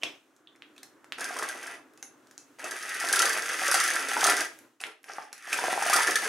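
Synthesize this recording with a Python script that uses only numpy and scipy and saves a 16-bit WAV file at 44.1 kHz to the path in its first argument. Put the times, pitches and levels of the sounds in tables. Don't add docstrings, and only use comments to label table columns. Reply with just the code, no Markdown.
import sys
import numpy as np
from scipy import signal
from scipy.fft import rfft, irfft, next_fast_len
from scipy.io import wavfile
from scipy.ndimage import uniform_filter1d, map_coordinates

SR = 44100
rng = np.random.default_rng(int(sys.argv[2]) if len(sys.argv) > 2 else 0)


def store_pcm(level_fs):
    pcm = np.round(np.clip(level_fs, -1, 1) * 32767).astype(np.int16)
    wavfile.write(sys.argv[1], SR, np.atleast_2d(pcm).T)


N = 276948

# (frequency [Hz], width [Hz], gain [dB])
BLOCK_MODES = [(330, 120, -25.5), (501, 430, -7.5), (795, 45, -9), (1067, 1400, 4.5)]
# (frequency [Hz], gain [dB], free t60 [s])
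BIG_WHEEL_MODES = [(2640, -3, .35), (10150, 0, .18), (10235, -2, .18)]


def amp(db):
    return 10 ** (np.asarray(db) / 20)


def unit(x):
    return x / np.sqrt(np.mean(x ** 2) + 1e-20)


def add_at(out, start_s, x):
    out[round(start_s * SR):][:len(x)] += x


def along(points, hz):
    f, v = np.transpose(points)
    return np.interp(np.log(hz + 1), np.log(f + 1), v)


def curves(spans):
    times_s, *columns = np.transpose(np.vstack(spans))
    return [np.interp(np.arange(N) / SR, times_s, column) for column in columns]


def gate(spans):
    t = np.arange(N) / SR
    return uniform_filter1d(sum((t > rows[0][0]) & (t <= rows[-1][0]) for rows in spans) * 1., 200)


def wobble(rate_hz, size=N):
    knots = rng.standard_normal(int(size * rate_hz / SR) + 4)
    return map_coordinates(knots, [np.arange(size) * rate_hz / SR])


def filtered(x, response):
    size = next_fast_len(N + SR // 2)
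    return irfft(rfft(x, size) * response(np.fft.rfftfreq(size, 1 / SR)), size)[..., :N]


def min_phase(points, hz):
    cepstrum = irfft(np.log(amp(np.maximum(along(points, hz), -70))))
    half = len(cepstrum) // 2
    cepstrum[1:half] *= 2
    cepstrum[half + 1:] = 0
    return np.exp(rfft(cepstrum))


def resonance(f, centre_hz, width_hz):
    return 1j * f * width_hz / (centre_hz ** 2 - f * f + 1j * f * width_hz)


def body(force, modes, skirt, modes_db):
    def response(f):
        peaks = sum(amp(db) * resonance(f, hz, width_hz) for hz, width_hz, db in modes)
        gain = min_phase(skirt, f) * (1 + amp(modes_db) * peaks)
        return gain / np.sqrt(np.mean(abs(gain) ** 2))
    return filtered(force, response)


def small_radiator(x):
    return filtered(x, lambda hz: (1j * hz / (1j * hz + 220)) ** 2)


def grit(per_s, spread_db):
    size = np.minimum(rng.exponential(size=N), 3.5)
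    return unit((rng.random(N) < per_s / SR) * rng.standard_normal(N) * amp(spread_db * size))


def blows(times_s, energies_db, rise_s, decay_s, centres_hz=None):
    out, t = np.zeros(N + SR), np.arange(SR // 16) / SR
    envelope = (1 - np.exp(-t / rise_s)) * np.exp(-t / decay_s)
    noise = rng.standard_normal((len(times_s), len(t)))
    if centres_hz is not None:
        roughness = 1.17 + unit(uniform_filter1d(noise, size=45))
        noise = roughness * np.sin(2 * np.pi * np.outer(centres_hz, t))
    for start_s, db, burst in zip(times_s, energies_db, envelope * noise):
        add_at(out, start_s, amp(db) * burst / np.linalg.norm(burst))
    return out[:N]


def background_noise():
    # (time [s], low band level [dB], high band level [dB])
    levels = [
        [(0, -74, -67), (.04, -50, -52), (.21, -73, -67), (.47, -70.5, -72.5), (.75, -67.5, -66.5),
         (1.17, -65.5, -68), (2.1, -65.5, -66), (2.4, -67.5, -64), (4.55, -68.5, -54.5), (4.65, -63.5, -61.5),
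         (4.89, -95, -84.5), (5.05, -75.5, -70.5)],
    ]
    # (frequency [Hz], gain [dB])
    spectrum = [(15, -81), (25, -61), (134, -13.5), (180, -23.5), (285, -0.5), (489, -13), (560, -13),
                (818, -16.5), (1400, -13.5), (1790, -16), (4740, -31.5), (6380, -27.5), (16000, -38.5)]
    low_db, high_db = curves(levels)
    hum_mid, hum_side, hiss_mid, hiss_side = rng.standard_normal((4, N))
    sides, split_hz = np.array([[1], [-1]]), 2200
    hum = filtered(hum_mid + 0.37 * sides * hum_side,
                   lambda hz: amp(along(spectrum, hz)) / (1 + (hz / split_hz) ** 6))
    hiss = filtered(hiss_mid + 0.48 * sides * hiss_side,
                    lambda hz: amp(along(spectrum, hz)) / (1 + (split_hz / (hz + 1)) ** 6))
    return amp(low_db + 6.5) * unit(hum) + amp(high_db - 5) * unit(hiss)


def walls(x):
    # (frequency [Hz], t60 [s])
    decay = [(200, 0.35), (530, 0.43), (1400, 0.3), (3700, 0.31), (9700, 0.25)]
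    out, step, delay_samples = np.zeros((2, N + SR)), SR // 4, 200
    for start in range(0, N, step):
        hz, t, noise = signal.stft(rng.standard_normal((2, SR // 2)), SR, nperseg=256)
        mid, side = signal.istft(noise * amp(-60 * t / along(decay, hz)[:, None]), SR, nperseg=256)[1]
        tail = mid + 0.58 * np.array([[1], [-1]]) * side
        wet = signal.fftconvolve(x[None, start:start + step], tail / np.linalg.norm(tail[0]), axes=1)
        out[:, start + delay_samples:][:, :wet.shape[1]] += wet
    return out[:, :N]


def ticks():
    # (time [s], level [dB], pitch [Hz], length [cycles], crack and thud offset [dB])
    strikes = [(.016, -44.5, 3060, 14, -13), (0.0246, -30, 2780, 2.2, -24), (0.0336, -12, 2600, 1.56, -18),
               (0.0345, -20.5, 5470, 2.4, -27), (0.037, -18.5, 3340, 2.3, -25),
               (.3644, -46.5, 6550, 1.2, -11.5), (.473, -38, 3350, 2.3, -32), (0.5532, -49, 2020, 2, -20),
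               (0.56, -62, 7200, 1.8, 6), (0.622, -28, 2600, 0.86, -31), (.763, -52, 2550, 12, -1),
               (.7797, -40, 3500, 2.8, -6.5), (.831, -38.5, 2200, 1.2, 2.5),
               (1.044, -37.5, 1290, 0.52, -14), (1.1225, -14, 2610, .64, -23.5),
               (1.936, -49, 11000, 1.5, -11), (1.9756, -43.5, 7000, 1.7, -6),
               (2.0268, -30.5, 6240, 8.4, -3.5), (2.271, -53, 3650, 2.1, -2), (2.311, -43.5, 1570, 1.7, -4),
               (2.379, -26.5, 6540, 2, -16.5), (2.64, -34, 2600, 10.6, -30), (4.589, -37, 11060, 3.2, -9.5),
               (4.8038, -35.5, 2610, 4.7, -3.5), (4.8136, -27.5, 8820, 2.6, -8.5),
               (4.8383, -13, 2345, 0.72, -22), (4.866, -36.5, 2500, 0.44, -2.5),
               (5.0313, -45, 11160, 2.5, -14.5), (5.042, -34, 2080, 0.84, -10),
               (5.0845, -36.5, 2180, 1.2, -22), (5.3195, -48, 2700, 2.1, -15),
               (5.3289, -27.5, 7500, 1.6, -6), (5.379, -44, 9500, 1.7, 2), (5.4465, -33, 1740, 2.4, -25),
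               (5.472, -35, 1750, 6.4, -4), (5.529, -14.5, 2500, 4, -8), (6.155, -15, 1756, 9.9, -26)]
    # (frequency [Hz], gain [dB])
    crack_spectrum = [(300, -57), (1500, 2), (3500, -6.5), (6000, -1.5), (9000, -6.5), (12000, -10),
                      (16000, -32)]
    out, cracks, t = np.zeros(N + SR), np.zeros(N + SR), np.arange(SR // 3) / SR
    thud = sum(amp(db) * np.exp(-np.pi * width_hz * t) * np.sin(2 * np.pi * hz * t)
               for hz, width_hz, db in BLOCK_MODES)
    for start_s, db, hz, cycles, offset_db in strikes:
        age = t * hz / cycles
        snap = (4 * age) ** 2 * np.exp(-3 * age) * np.sin(2 * np.pi * hz * t)
        crack = np.exp(-t / 0.0038) * rng.standard_normal(len(t))
        add_at(out, start_s, amp(db) * (snap + amp(offset_db - 7) * thud))
        add_at(cracks, start_s, amp(db + offset_db + 5) * crack)
    return out[:N] + filtered(cracks[:N], lambda f: min_phase(crack_spectrum, f))


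def wheel_taps():
    # (time [s], level [dB], low mode offset [dB])
    taps = [(1.9747, -71, 2), (2.0277, -56.5, -10), (2.379, -58.5, -11), (2.64, -54, 5), (4.8038, -58, 3),
            (4.813, -56, -14), (4.8385, -55.5, -12), (5.0421, -68.5, -4), (5.328, -54, -12)]
    out, t = np.zeros(N + SR), np.arange(SR // 3) / SR
    for start_s, db, low_db in taps:
        partials = []
        for hz, mode_db, t60_s in BIG_WHEEL_MODES:
            envelope = amp(mode_db - 60 * t / t60_s + 7.3 * wobble(90, size=len(t)))
            partials.append(envelope * np.sin(2 * np.pi * (hz * t + rng.random())))
        add_at(out, start_s, amp(db) * (amp(low_db) * partials[0] + sum(partials[1:])))
    return out[:N]


def iron_pings(t60_s=0.18):
    # (time [s], level [dB], pitch [Hz])
    pings = [(.473, -66, 3500), (0.622, -56.5, 3260), (2.38, -63, 2620), (2.641, -48, 2620),
             (4.863, -48, 1378), (5.47, -43, 1730), (6.075, -30.5, 1735), (6.157, -31, 1740)]
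    out, t = np.zeros(N + SR), np.arange(SR // 3) / SR
    for start_s, db, hz in pings:
        roughness = 0.93 + wobble(120, size=len(t))
        add_at(out, start_s, amp(db - 60 * t / t60_s) * roughness * np.sin(2 * np.pi * hz * t))
    return out[:N]


def block_knocks():
    # (time [s], level [dB], pitch [Hz])
    catches = [(.0335, -31, 687), (1.212, -34, 720), (1.307, -27, 750), (1.365, -28.5, 1080),
               (1.425, -23.5, 1100), (1.48, -36, 794), (1.693, -39, 734), (2.642, -29, 665),
               (3.014, -31, 850), (3.041, -25.5, 710), (3.167, -29, 1160), (3.287, -24, 1200),
               (3.618, -24.5, 780), (3.686, -25.5, 580), (3.716, -21.5, 1190), (3.743, -17, 790),
               (3.805, -25, 1180), (4.118, -27, 790), (4.167, -17, 940), (4.231, -18.5, 790),
               (4.26, -19, 736), (4.287, -19.5, 797), (4.811, -43.5, 797), (5.097, -33.5, 810),
               (5.184, -25.5, 840), (5.477, -38.5, 736), (5.533, -33, 700), (5.589, -22, 960),
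               (5.64, -20.5, 770), (5.683, -19, 700), (5.729, -20, 765), (5.777, -20, 840),
               (5.823, -18.5, 835), (5.863, -18.5, 720), (5.899, -18.5, 760), (5.93, -13, 1234),
               (5.959, -18.5, 784), (5.989, -17.5, 940), (6.235, -28.5, 810)]
    out, t = np.zeros(N + SR), np.arange(SR // 16) / SR
    for start_s, db, hz in catches:
        push_hz = hz * rng.uniform(1.177, 1.677)
        push = rng.uniform(0.44, 0.94) * np.sin(2 * np.pi * push_hz * t) * np.exp(-t / 0.0014)
        note = np.sin(2 * np.pi * hz * t) * np.exp(-t / 0.0029) * (1 - np.exp(-t / 0.0012))
        add_at(out, start_s, amp(db + 5.5) * (note + push))
    return out[:N]


def bit_rasp(rise_s=0.026, fall_s=0.0091):
    # (peak time [s], level [dB])
    swells = [(5.134, -47.5), (5.223, -46)]
    t = np.arange(N) / SR
    envelope = sum(amp(db) * np.exp(-np.maximum((peak_s - t) / rise_s, (t - peak_s) / fall_s))
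                   for peak_s, db in swells)
    grains = filtered(grit(503, spread_db=7), lambda f: resonance(f, 5400, 1900) ** 2)
    return envelope * unit(grains)


def tooth_contacts(wheel_db, turning, light_per_s=14):
    # (time [s], level [dB], frame pitch [Hz])
    hard = [(1.196, -31, 1570), (1.208, -22, 1675), (1.243, -22.5, 1590), (1.29, -31, 1640),
            (1.3678, -26, 1280), (1.3883, -22, 1264), (1.428, -22.5, 1593), (1.488, -22, 1603),
            (1.629, -31.5, 1590), (1.669, -31, 1640), (2.594, -37, 1650), (2.6422, -25.5, 1240),
            (2.6827, -33, 1620), (2.7102, -21.5, 1686), (2.826, -25.5, 1770), (2.893, -25, 1600),
            (2.9442, -24, 1503), (2.9997, -21, 1810), (3.047, -26, 1330), (3.0874, -17.5, 1560),
            (3.1272, -7.5, 1605), (3.1593, -10.5, 1413), (3.1921, -8.5, 1380), (3.2194, -8, 1557),
            (3.2549, -11, 1510), (3.294, -16.5, 1617), (3.3303, -17.5, 1710), (3.3753, -23, 1590),
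            (3.422, -21.5, 1636), (3.459, -27.5, 1840), (3.491, -21.5, 1477), (3.5344, -25.5, 2010),
            (3.6666, -21, 1960), (3.6796, -15, 1354), (3.714, -10, 1440), (3.7423, -8, 1374),
            (3.771, -16.5, 1330), (3.801, -12.5, 1310), (3.8386, -15, 1500), (3.8778, -15, 1714),
            (3.903, -18, 1790), (3.936, -19.5, 1630), (3.9562, -19, 1625), (3.9944, -23.5, 1710),
            (4.086, -21.5, 1504), (4.134, -20.5, 1920), (4.1742, -25, 1380), (4.2098, -18, 1546),
            (4.2411, -7, 1230), (4.2673, -8.5, 1350), (4.298, -8, 1408), (4.3673, -16.5, 1567),
            (4.4058, -16, 1615), (5.5315, -20, 1320), (5.5741, -25, 1726), (5.641, -23.5, 1346),
            (5.8244, -23.5, 1610), (5.864, -20, 1684), (5.8981, -14, 1670), (5.9334, -7, 1400),
            (5.9621, -8, 1273), (5.9968, -19.5, 1730), (6.0346, -26, 1660), (6.071, -16.5, 1760),
            (6.1083, -15.5, 1695), (6.1563, -10.5, 1787), (6.2193, -23, 2000)]
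    when, size, tone = rng.random((round(light_per_s * N / SR), 3)).T
    at = (when * N).astype(int)
    idle = turning[at] < .5
    light_db = wheel_db[at] + 13.5 + 3 * (2 * size - 1) - 80 * idle
    light_hz = 1446 + 426 * tone
    return np.hstack([np.transpose(hard), [at / SR, light_db, light_hz]])


def steel_wheels(grind, times_s, contact_db):
    # (frequency [Hz], width [Hz], gain [dB])
    modes = [(4720, 300, 0), (5500, 400, -3), (6320, 300, 4), (8840, 350, 3), (9280, 300, 2)]
    # (frequency [Hz], gain [dB])
    skirt = [(1880, -32), (3200, -3), (4160, -6.5), (4630, -4.5), (6190, -3), (6850, -5), (7890, -5),
             (8910, -6.5), (10400, -5.5), (16000, -27)]
    strikes = blows(times_s, contact_db + 7.5, rise_s=0.0002, decay_s=0.0008)
    slides = blows(times_s, contact_db + 10.5, rise_s=0.00046, decay_s=0.0088)
    force = grind + strikes + slides

    def damped_ring(f, damping=3):
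        return sum(amp(db) * resonance(f, hz, damping * np.log(1000) / (np.pi * t60_s))
                   for hz, db, t60_s in BIG_WHEEL_MODES[1:])
    return body(force, modes, skirt, modes_db=-2) + amp(11) * filtered(force, damped_ring)


def iron_frame(grind, times_s, contact_db, pitch_hz, lag_s=0.0058):
    # (frequency [Hz], width [Hz], gain [dB])
    modes = [(1241, 120, 1), (1360, 91, 0), (1370, 23, -10), (1557, 39, -6.5), (1600, 170, -2.5),
             (1753, 18, 0), (1854, 26, -3), (1952, 33, 3), (2128, 35, -22.5), (2215, 83, -13),
             (2416, 150, -16), (2565, 210, -7.5)]
    # (frequency [Hz], gain [dB])
    skirt = [(600, -37), (1000, -15.5), (1300, -4), (1700, -1), (2100, 0), (2700, -4.5), (3600, -8),
             (5000, -38.5)]
    shudder_db = 0.79 * contact_db - 2.46
    shudders = blows(times_s + lag_s, shudder_db, rise_s=0.0013, decay_s=0.0065, centres_hz=pitch_hz)
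    return body(grind + shudders, modes, skirt, modes_db=6)


def bit_bite(bite_db, turning):
    # (frequency [Hz], gain [dB])
    skirt = [(15, -77.5), (25, -43), (147, -24), (300, -3.5), (460, -1.5), (523, -5.5), (740, -4),
             (1100, -8.5), (1430, -20.5), (2420, -120)]
    force = turning * amp(bite_db + 2.62 * wobble(30)) * grit(1500, spread_db=1.5)
    shake = unit(filtered(rng.standard_normal(N), lambda f: 1 / (1 + (f / 110) ** 2)))
    return body(force, BLOCK_MODES, skirt, modes_db=-4) + turning * amp(bite_db - 32.5) * shake


def hand_drill():
    # (time [s], grind level [dB], bite level [dB])
    cranking = [
        [(1.18, -42.5, -47), (1.26, -42, -51), (1.4, -41.5, -45), (1.58, -45, -53), (1.73, -45, -56),
         (1.8, -58, -58)],
        [(2.585, -50, -47), (2.66, -44.5, -46.5), (2.8, -40.5, -54), (3.045, -37.5, -49), (3.19, -31, -38),
         (3.45, -36.5, -47.5), (3.6, -34.5, -47), (3.78, -30.5, -44), (4.06, -38, -45.5), (4.29, -29, -36.5),
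         (4.415, -34, -43.5), (4.47, -42.5, -55)],
        [(4.8, -53, -63), (4.88, -56, -51), (4.93, -60, -70)],
        [(5.035, -72, -76), (5.1, -48.5, -52.5), (5.24, -52, -61), (5.3, -67.5, -86), (5.42, -52, -77),
         (5.47, -47, -64), (5.53, -35, -42), (5.7, -36, -47.5), (5.87, -33, -44), (6.03, -32, -38),
         (6.17, -37, -44), (6.28, -33.5, -44)],
    ]
    grind_db, bite_db = curves(cranking)
    turning = gate(cranking)
    wheel_db = -43.5 + 1.17 * (grind_db + 39)
    times_s, contact_db, pitch_hz = tooth_contacts(wheel_db, turning)
    load = wobble(45)
    wheel_grind = turning * amp(wheel_db - 2 + 1.5 * load) * grit(2500, spread_db=1.5)
    wheels = steel_wheels(wheel_grind, times_s, contact_db)
    frame_grind = turning * amp(grind_db + 2 * load) * grit(1500, spread_db=1)
    frame = iron_frame(frame_grind, times_s, contact_db, pitch_hz)
    return wheels + frame + bit_bite(bite_db, turning)


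def scene():
    drill = hand_drill() + bit_rasp()
    wood = small_radiator(block_knocks())
    parts = small_radiator(ticks() + wheel_taps() + iron_pings())
    direct = (drill + wood) * amp([[-.1], [.1]]) + parts * amp([[-.8], [.8]])
    return direct + walls(amp(-5) * drill + amp(-3.5) * (wood + parts)) + background_noise()


def record(dry):
    low_hz, top_hz = 70, 15800
    mid, side = dry[0] + dry[1], dry[0] - dry[1]
    side = filtered(side, lambda hz: 1 - .5 / (1 + (hz / 500) ** 2))
    stereo = np.array([mid + side, mid - side]) / 2
    return filtered(stereo, lambda hz: 1j * hz / (1j * hz + low_hz) * (hz < top_hz))


dry = scene()
out = record(dry)
store_pcm(out)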